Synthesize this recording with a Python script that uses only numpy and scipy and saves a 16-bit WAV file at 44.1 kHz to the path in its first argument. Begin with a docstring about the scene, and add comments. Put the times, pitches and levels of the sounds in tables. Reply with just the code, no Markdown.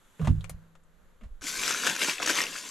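"""First a carton is set down on a hollow kitchen counter. It judders as it sticks and slips, the counter
rings with a low thump, and fingers tick on the carton as they let go. From about 1.4 s a hand digs into
a paper bag with a plastic liner, close by and a little to the left: creases buckle in swarms of tiny
snaps and the panels flap. The small room answers briefly, and a faint hiss lies under it all."""
import sys
import numpy as np
from scipy import signal
from scipy.fft import rfft, irfft
from scipy.io import wavfile
from scipy.ndimage import uniform_filter1d

SR = 44100
rng = np.random.default_rng(int(sys.argv[2]) if len(sys.argv) > 2 else 0)


def wrap_up_sound(samples):
    """Save the sound to the file named by the first command line argument, as 16-bit audio."""
    columns = np.atleast_2d(samples).T
    # keep every value between -1 and 1, then stretch to whole-number steps
    tamed = np.clip(columns, -1, 1)
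    steps = np.round(tamed * 32767).astype(np.int16)
    wavfile.write(sys.argv[1], SR, steps)


N = 119070
TIME = np.arange(N) / SR
HZ = np.fft.rfftfreq(4096, 1 / SR)
TOUCH_S = 1.409  # the hand meets the bag
WIDTH_DB = 3.5  # spread of the level difference between the ears

# how strongly the hand stirs each part of the bag: t/s, paper/dB, liner/dB, panels/dB
HAND_MOTION = [(1.405, -64, -63, -53), (1.418, -53, -48, -56), (1.459, -44, -39.5, -51.5),
               (1.478, -39.5, -32.5, -55), (1.523, -42, -38.5, -54), (1.705, -30, -31, -43.5),
               (1.725, -33.5, -34, -47.5), (1.815, -38, -37, -50), (1.877, -28, -32, -38.5),
               (1.941, -38.5, -38.5, -46.5), (1.963, -38.5, -45, -62), (1.981, -40, -41, -53),
               (2.017, -26, -32.5, -45), (2.027, -26.5, -30, -38), (2.063, -35, -34, -48.5),
               (2.089, -29.5, -31, -42), (2.099, -30.5, -32, -45), (2.161, -43.5, -43.5, -61.5),
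               (2.187, -42, -48.5, -55), (2.201, -47, -44, -48.5), (2.215, -38, -46, -45),
               (2.223, -30.5, -37.5, -45), (2.238, -34.5, -38.5, -47.5), (2.258, -35.5, -40.5, -45),
               (2.287, -28.5, -33.5, -42.5), (2.301, -28, -29, -37), (2.333, -34.5, -36, -45),
               (2.367, -30, -31.5, -46.5), (2.385, -28, -31, -40), (2.435, -37.5, -40.5, -46.5),
               (2.449, -37, -44, -49), (2.51, -44, -44, -52.5), (2.589, -41, -39.5, -58),
               (2.615, -49.5, -44.5, -60), (2.661, -43.5, -44.5, -53.5), (2.7, -50.5, -42.5, -62)]
# where the counter is heard: f/Hz, left minus right/dB
COUNTER_BALANCE = [(30, -4.5), (100, -3), (160, -5), (250, -2), (450, 1.5)]


def bag():
    """A hand makes the paper crackle, the liner fizz, the panels flap and single creases snap."""
    # tone of the paper, the liner and the panels: f/Hz, level/dB
    paper = [(100, -47), (300, -36), (780, -19), (1050, -0.5), (1220, -7), (1520, 1), (1800, -4),
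             (2200, -1), (2800, -2.5), (3500, -4.5), (5000, -17.5), (9000, -67)]
    liner = [(150, -61), (1500, -12), (3000, -8), (3800, -6), (4700, -3.5), (6200, -1.5), (7500, -3),
             (8700, -9), (10500, -12.5), (12200, -16), (13200, -24.5), (15200, -33)]
    panels = [(30, -16), (115, -11.5), (160, 1), (210, 1), (290, 4.5), (380, 3), (500, 4), (680, -0.5),
              (900, -7.5), (2500, -52)]
    # the loudest creases: t/s, level/dB, pitch/Hz, crack against ring/dB
    creases = [(1.411, -45.5, 1410, 0), (1.419, -29.5, 1510, -12), (1.44, -28, 7500, -7),
               (1.469, -22, 2080, -23), (1.604, -20.5, 2320, -23), (1.635, -16.5, 2490, -10.5),
               (1.679, -14, 5100, -6.5), (1.707, -13.5, 1420, -10), (1.711, -13, 5770, -13),
               (1.746, -20, 1390, -17), (1.835, -17, 1520, -23), (1.85, -24, 3500, -7),
               (1.867, -15, 1350, -2.5), (1.872, -18, 1800, 0), (1.877, -25, 2560, -5),
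               (1.897, -21, 1560, 1), (1.953, -25, 1570, -1), (1.963, -25, 1540, 2.5),
               (2.014, -25, 1530, -11), (2.047, -19.5, 5930, -5), (2.083, -25, 177, -30),
               (2.085, -20, 970, -14), (2.096, -12, 2530, -13), (2.182, -20.5, 2600, -22),
               (2.193, -26, 3480, -23), (2.2023, -23.5, 650, -27), (2.2002, -20, 1430, -26),
               (2.205, -21, 1440, -14), (2.221, -19, 1510, -15), (2.229, -18.5, 1000, -4.5),
               (2.2604, -25.5, 1390, 2), (2.263, -18.5, 5970, -2), (2.277, -14, 6220, -4.5),
               (2.283, -19, 5700, -7), (2.296, -12, 1510, -10), (2.3025, -16.5, 1570, -5.5),
               (2.304, -23.5, 277, -32), (2.311, -21.5, 2170, -7), (2.378, -14.5, 2700, -14),
               (2.3875, -12.5, 2020, -22), (2.3919, -16.5, 2090, -13), (2.405, -14.5, 1840, -12),
               (2.411, -17.5, 1970, -6), (2.4166, -18, 5370, -3), (2.429, -17.5, 2730, -14),
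               (2.4375, -21.5, 2198, -1), (2.455, -30.5, 5100, 0), (2.467, -23, 2690, -11),
               (2.529, -28, 2750, -25), (2.555, -23, 1400, -23), (2.561, -24, 1480, -21)]
    # tone of the room's answer: f/Hz, gain/dB
    room_tone = [(100, -4), (4000, 5), (7000, -17), (10000, 9), (13000, 25)]
    # where the bag is heard: f/Hz, left minus right/dB
    balance = [(100, 3), (300, -1), (700, 2), (2000, 4.5), (4500, 1.5), (7500, 3), (10000, 5.5), (14000, 7)]
    _, paper_db, liner_db, panel_db = np.transpose(HAND_MOTION)
    x = amp(-1.5) * swarm(paper_db, paper, per_s=950, spread_db=4.5, decay_s=0.001, rub_db=-1)
    x += swarm(liner_db, liner, per_s=1300, spread_db=3, decay_s=0.00054, rub_db=4)
    x += amp(0.6) * swarm(panel_db, panels, per_s=450, spread_db=1.2, decay_s=0.0021, rub_db=1)
    for start_s, *crease in creases:
        add(x, start_s, snap(*crease))
    reflections = amp(-8.5) * echoes(x)
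    tail = amp(-19.5) * colour(room(x), read(room_tone, HZ))
    return panned(x + reflections + tail, balance)


def swarm(level_db, spectrum, per_s, spread_db, decay_s, rub_db):
    """Many small creases, no two alike, buckle at random over the noise of rubbing."""
    t, out = np.arange(1024) / SR, np.zeros((2, N))
    size = amp(spread_db * np.minimum(rng.exponential(1, N), 3.5))
    buckles = (rng.random(N) < per_s / SR) & (TIME > TOUCH_S)
    grit, rub = rng.standard_normal((2, N + len(t)))
    ears = amp(WIDTH_DB * rng.standard_normal(N) * np.array([[.5], [-.5]]))
    for i in np.flatnonzero(buckles):
        click = evened(grit[i:i + len(t)] * np.exp(-t / decay_s))
        add(out, i / SR, size[i] * ears[:, i, None] * click)
    out = crumple(evened(out) + amp(rub_db) * rub[:N])
    out = colour(out, read(spectrum, HZ))
    # flatten the loudness, then let the hand shape it
    out /= np.sqrt(uniform_filter1d((out ** 2).mean(0), size=1100) + 1e-12)
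    fade_in = np.clip((TIME - TOUCH_S) / 0.014, 0, 1)
    return out * fade_in * amp(np.interp(TIME, np.transpose(HAND_MOTION)[0], level_db))


def crumple(x, depth_db=2, patch_hz=500, patch_s=.04):
    """The crumpling sheet keeps changing shape, so its tone shifts in patches."""
    spectra = signal.stft(x, nperseg=256)[2]
    patches = rng.standard_normal(spectra.shape[1:])
    patches = uniform_filter1d(patches, round(patch_hz * 256 / SR), axis=0)
    patches = uniform_filter1d(patches, round(patch_s * SR / 128), axis=1)
    return signal.istft(spectra * amp(depth_db * evened(patches)))[1][:, :N]


def snap(level_db, hz, crack_db, crack_s=0.0019, ring_s=0.0016, rise_s=0.00036, slacken_s=0.0035):
    """A large crease gives way: a click, a crack and a short ring that falls as the paper slackens."""
    t = np.arange(2048) / SR
    burst = rng.standard_normal(len(t)) * np.exp(-t / crack_s)
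    # a sharp click about half a millisecond into the crack's noise
    burst[round(0.00055 * SR)] += amp(5.5)
    crack = colour(burst, unit_power(crack_tone()))
    pitch = hz * (1 + .07 * (np.exp(-t / slacken_s) - .5))
    phase = 2 * np.pi * np.cumsum(pitch) / SR
    ring = np.sin(phase) + amp(-12) * np.sin(1.42 * phase)
    ring *= np.exp(-t / ring_s * (hz / 1000) ** 0.24)  # lower creases ring longer
    sound = (ring + amp(crack_db) * crack) * (1 - np.exp(-t / rise_s))
    bass_cut = signal.butter(4, 165, "highpass", fs=SR, output="sos")
    return place(amp(level_db) * signal.sosfilt(bass_cut, sound))


def crack_tone():
    """A crack spreads widely over low and high pitches."""
    # tone of a crack: f/Hz, level/dB
    tone = [(50, -27), (130, -8), (300, -8), (500, -5), (800, -5), (1500, 1), (4000, -2.5), (7000, 2),
            (9000, -11), (12000, -13.5), (15500, -34)]
    return read(tone, HZ)


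def echoes(x, count=14, shapes=16, nearest_s=.0008, span_s=.009):
    """Sound bounces off the bag walls and the counter; the echoes shift as the bag changes shape."""
    out = np.zeros_like(x)
    shape = np.interp(TIME, [TOUCH_S, TIME[-1]], [0, shapes - 1])
    for i in range(shapes):
        blend = np.cos(np.pi / 2 * np.clip(shape - i, -1, 1))
        part = x * blend / np.sqrt(count)
        for k, share in enumerate(rng.random(count)):
            add(out, nearest_s + span_s * share ** 2, (-1) ** k * part)
    return out


def counter():
    """Each blow pushes the hollow counter and makes it ring; longer contact gives a duller thud."""
    # blows on the counter: t/s, level/dB, contact time/s
    blows = [(0.197, -54, 0.00075), (.232, -27, 0.0045), (0.2531, -34, 0.0045), (0.2803, -19.5, 0.0029),
             (.297, -18.5, 0.0029), (0.308, -13.5, 0.0048), (0.33, -21.5, 0.0044), (.382, -24, 0.0053),
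             (0.441, -33, 0.021), (0.516, -38, 0.0042), (.546, -34.5, 0.0062), (0.574, -48, 0.0038),
             (1.239, -33, 0.017), (1.261, -33.5, 0.0095), (1.319, -30.5, 0.016), (1.37, -34, 0.055),
             (1.417, -46, 0.0081), (1.586, -43, 0.015)]
    # the counter's own notes: f/Hz, level/dB, time to fade by 60 dB/s
    notes = [(28.1, -34, 0.38), (57, -26, 0.21), (84, -8.5, 0.084), (99.6, -14.5, 0.46),
             (119.2, -29.5, 0.41), (155, -1, 0.15), (165, -20.5, 0.97), (183, -33, 0.16), (235, -17, 0.14),
             (248, -10, 0.16), (319, -8, 0.27), (466, -21, 0.069)]
    t, force, push = np.arange(SR) / SR, np.zeros(N), np.zeros(N)
    for hit_s, db, contact_s in blows:
        pulse = amp(db) * np.exp(-(2 * (TIME - hit_s) / contact_s) ** 2)
        push += pulse
        force += pulse / (contact_s * SR / 2)
    ring = sum(amp(db - 60 * t / fade_s) * np.cos(2 * np.pi * hz * t) for hz, db, fade_s in notes)
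    x = signal.fftconvolve(force, ring)[:N] + amp(1) * push
    x = signal.sosfilt(signal.butter(2, 18, "highpass", fs=SR, output="sos"), x)
    return panned(x + amp(-14.5) * room(x), COUNTER_BALANCE)


def skids(unsteadiness=0.076, roughness=0.033):
    """A dragged surface sticks and slips; its judder glides as the drag speeds up or slows."""
    # drags: t/s, length/s, level/dB, first rate/Hz, last rate/Hz
    drags = [(.195, 0.09, -23, 164.8, 146.6), (.272, 0.054, -18.5, 182.2, 161),
             (.335, 0.059, -32, 160.5, 156), (1.217, 0.037, -46.5, 263, 138),
             (1.435, 0.028, -44.5, 232, 317)]
    x = np.zeros((2, N))
    for start_s, length_s, db, first_hz, last_hz in drags:
        progress = np.clip((TIME - start_s) / length_s, 0, 1)
        waver, grit = (evened(uniform_filter1d(rng.standard_normal(N), size=n)) for n in (300, 40))
        rate = (first_hz + (last_hz - first_hz) * progress) * (1 + unsteadiness * waver)
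        slips = np.cumsum(rate * (progress > 0)) / SR
        grip = np.sin(np.pi * progress ** 0.81)  # peaks a little early
        x += amp(db) * grip * (np.sin(2 * np.pi * slips) + roughness * grit)
    return panned(x, COUNTER_BALANCE)


def carton():
    """Dry taps and finger ticks on the carton, each strongest around one pitch; the cap rings on."""
    # taps: t/s, level/dB, decay/s, tilt above 2 kHz/(dB per octave), pitch/Hz, boost there/dB
    taps = [(.194, -41.5, 0.016, -7, 414, 16.5), (0.214, -46, 0.016, -2, 1190, 9),
            (.245, -42, 0.02, -2, 1100, 6), (0.2717, -29, 0.0078, -2.5, 820, 10),
            (.28, -45, 0.016, -5.5, 290, 27), (0.408, -50, 0.006, 3, 3800, 16),
            (0.4422, -40, 0.0047, -0.5, 3020, 4), (.495, -37.5, 0.0065, 2.5, 12200, 15.5),
            (0.752, -53, 0.0053, -0.5, 960, 6.5), (0.834, -69, 0.0065, 2, 8040, 11),
            (1.21, -54.5, 0.015, -5.5, 300, 20), (1.233, -52, 0.018, -1.5, 223, 27.5)]
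    # tone of the carton: f/Hz, level/dB
    tone = [(100, -3), (300, -8.5), (480, 2.5), (660, 5), (830, -7.5), (1150, 1.5), (1600, -4.5),
            (3000, -5), (5000, -14), (7500, -10.5), (11500, -23), (15500, -36)]
    # notes of the carton and its cap: f/Hz, level/dB, time to fade by 60 dB/s
    notes = [(1112, -36.5, 0.087), (1430, -43, 0.092), (2860, -30, 0.064), (7741, -36, .06)]
    t, x = np.arange(SR // 4) / SR, np.zeros((2, N))
    treble_octaves = np.log2(np.maximum(HZ / 2000, 1))
    for start_s, db, decay_s, tilt_db, hz, boost_db in taps:
        bump = np.exp(-(np.log2((HZ + 1) / hz) / 0.42) ** 2)  # about 0.42 octaves to each side
        tone_db = read(tone, HZ) + tilt_db * treble_octaves + boost_db * bump
        envelope = np.exp(-t / decay_s) * (1 - np.exp(-t / (0.054 * decay_s)))
        tap = colour(rng.standard_normal(len(t)) * envelope, unit_power(tone_db))
        add(x, start_s, place(amp(db + 1.5) * tap))
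    ring = sum(amp(db - 60 * t / fade_s) * np.sin(2 * np.pi * hz * t) for hz, db, fade_s in notes)
    x += amp(-14.5) * signal.fftconvolve(x, ring[None], axes=1)[:, :N]
    return (x + amp(-9.5) * room(x)) * amp([[1], [-1]])  # slightly to the left


def room(x):
    """The small room's echoes blur into a short tail, different at each ear."""
    # how long the room rings: f/Hz, time to fade by 60 dB/s
    fade_times = [(100, 0.2), (300, 0.079), (1500, 0.099), (6000, 0.11), (15000, 0.039)]
    hz, t, spectra = signal.stft(rng.standard_normal((2, SR // 2)), SR, nperseg=256)
    tail = signal.istft(spectra * amp(-60 * t / read(fade_times, hz)[:, None]), SR)[1]
    tail[:, :SR // 300] = 0  # gap before the first echo
    return signal.fftconvolve(np.atleast_2d(x), tail / np.linalg.norm(tail[0]), axes=1)[:, :N]


def background():
    """Two quiet noises, low air and a brighter hiss, drift in level."""
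    # tone of each noise: f/Hz, level/dB
    air_tone = [(22, -5), (50, -16), (85, -20), (120, -37), (168, -19), (215, -25.5), (350, -33.5),
                (510, -27.5), (740, -36), (1050, -34), (1500, -33.5), (2600, -45), (4000, -46.5),
                (5200, -53.5), (7000, -47.5), (9500, -59), (11700, -46.5), (15400, -86)]
    hiss_tone = [(200, 2), (600, -4), (1500, 0), (2500, -8.5), (3500, -5.5), (5000, -18.5), (7200, -7),
                 (9000, -15.5), (11500, -10.5), (14000, -28)]
    # loudness of each noise: t/s, level/dB
    air_level = [(0, -63), (.25, -68), (.4, -52.5), (.63, -55), (0.821, -61), (1.04, -56), (1.18, -59),
                 (2.7, -65)]
    hiss_level = [(0, -65.5), (.17, -63), (0.259, -53.5), (.34, -63.5), (.6, -79), (.75, -78.5), (2.7, -69)]
    x = np.zeros((2, N))
    for tone, level, width in (air_tone, air_level, 0.88), (hiss_tone, hiss_level, 0.83):
        noise = rng.standard_normal(N) + width * rng.standard_normal((2, N))
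        x += evened(colour(noise, read(tone, HZ))) * amp(np.interp(TIME, *np.transpose(level)))
    return x


def place(sound, lag_spread_s=.000011):
    """Gives a sound a random spot: a small level and time difference between the ears."""
    pan, lag = rng.standard_normal(2)
    side, hz = np.array([[.5], [-.5]]), np.fft.rfftfreq(len(sound), 1 / SR)
    delay = np.exp(2j * np.pi * hz * side * lag * lag_spread_s)
    return irfft(rfft(sound) * amp(side * pan * WIDTH_DB) * delay, len(sound))


def panned(x, balance):
    """Leans each frequency to the left or right."""
    pan_db = read(balance, HZ)
    return np.array([colour(x[0], pan_db / 2), colour(x[1], -pan_db / 2)])


def colour(x, curve_db):
    """Turns the frequencies HZ up or down by a curve, with no ringing ahead of the sound."""
    log_gain = np.log(amp(np.r_[curve_db, curve_db[-2:0:-1]]))
    taps = np.fft.ifft(np.exp(np.conj(signal.hilbert(log_gain)))).real[:len(HZ)]
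    return np.apply_along_axis(lambda v: signal.fftconvolve(v, taps)[:len(v)], -1, x)


def unit_power(curve_db):
    """Shifts a curve so that it leaves the level of white noise alone."""
    return curve_db - 10 * np.log10(np.mean(amp(curve_db) ** 2))


def amp(db):
    """Turns decibels into a gain."""
    return 10 ** (np.asarray(db) / 20)


def evened(x):
    """Scales a signal to an average power of 1."""
    return x / np.sqrt(np.mean(x ** 2) + 1e-20)


def read(points, hz):
    """Looks up a table between its frequencies."""
    f, value = np.transpose(points)
    return np.interp(np.log(hz + 1), np.log(f), value)


def add(mix, start_s, sound):
    """Mixes a sound in at the given time."""
    part = mix[..., round(start_s * SR):][..., :sound.shape[-1]]
    part += sound[..., :part.shape[-1]]


def scene():
    """All the sources together, in stereo."""
    return bag() + counter() + skids() + carton() + background()


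def record(dry):
    """Cuts the treble above 15.4 kHz."""
    treble_cut = signal.firwin(401, 15400, window=("kaiser", 9), fs=SR)
    return signal.oaconvolve(dry, treble_cut[None], "same")


dry = scene()
out = record(dry)
wrap_up_sound(out)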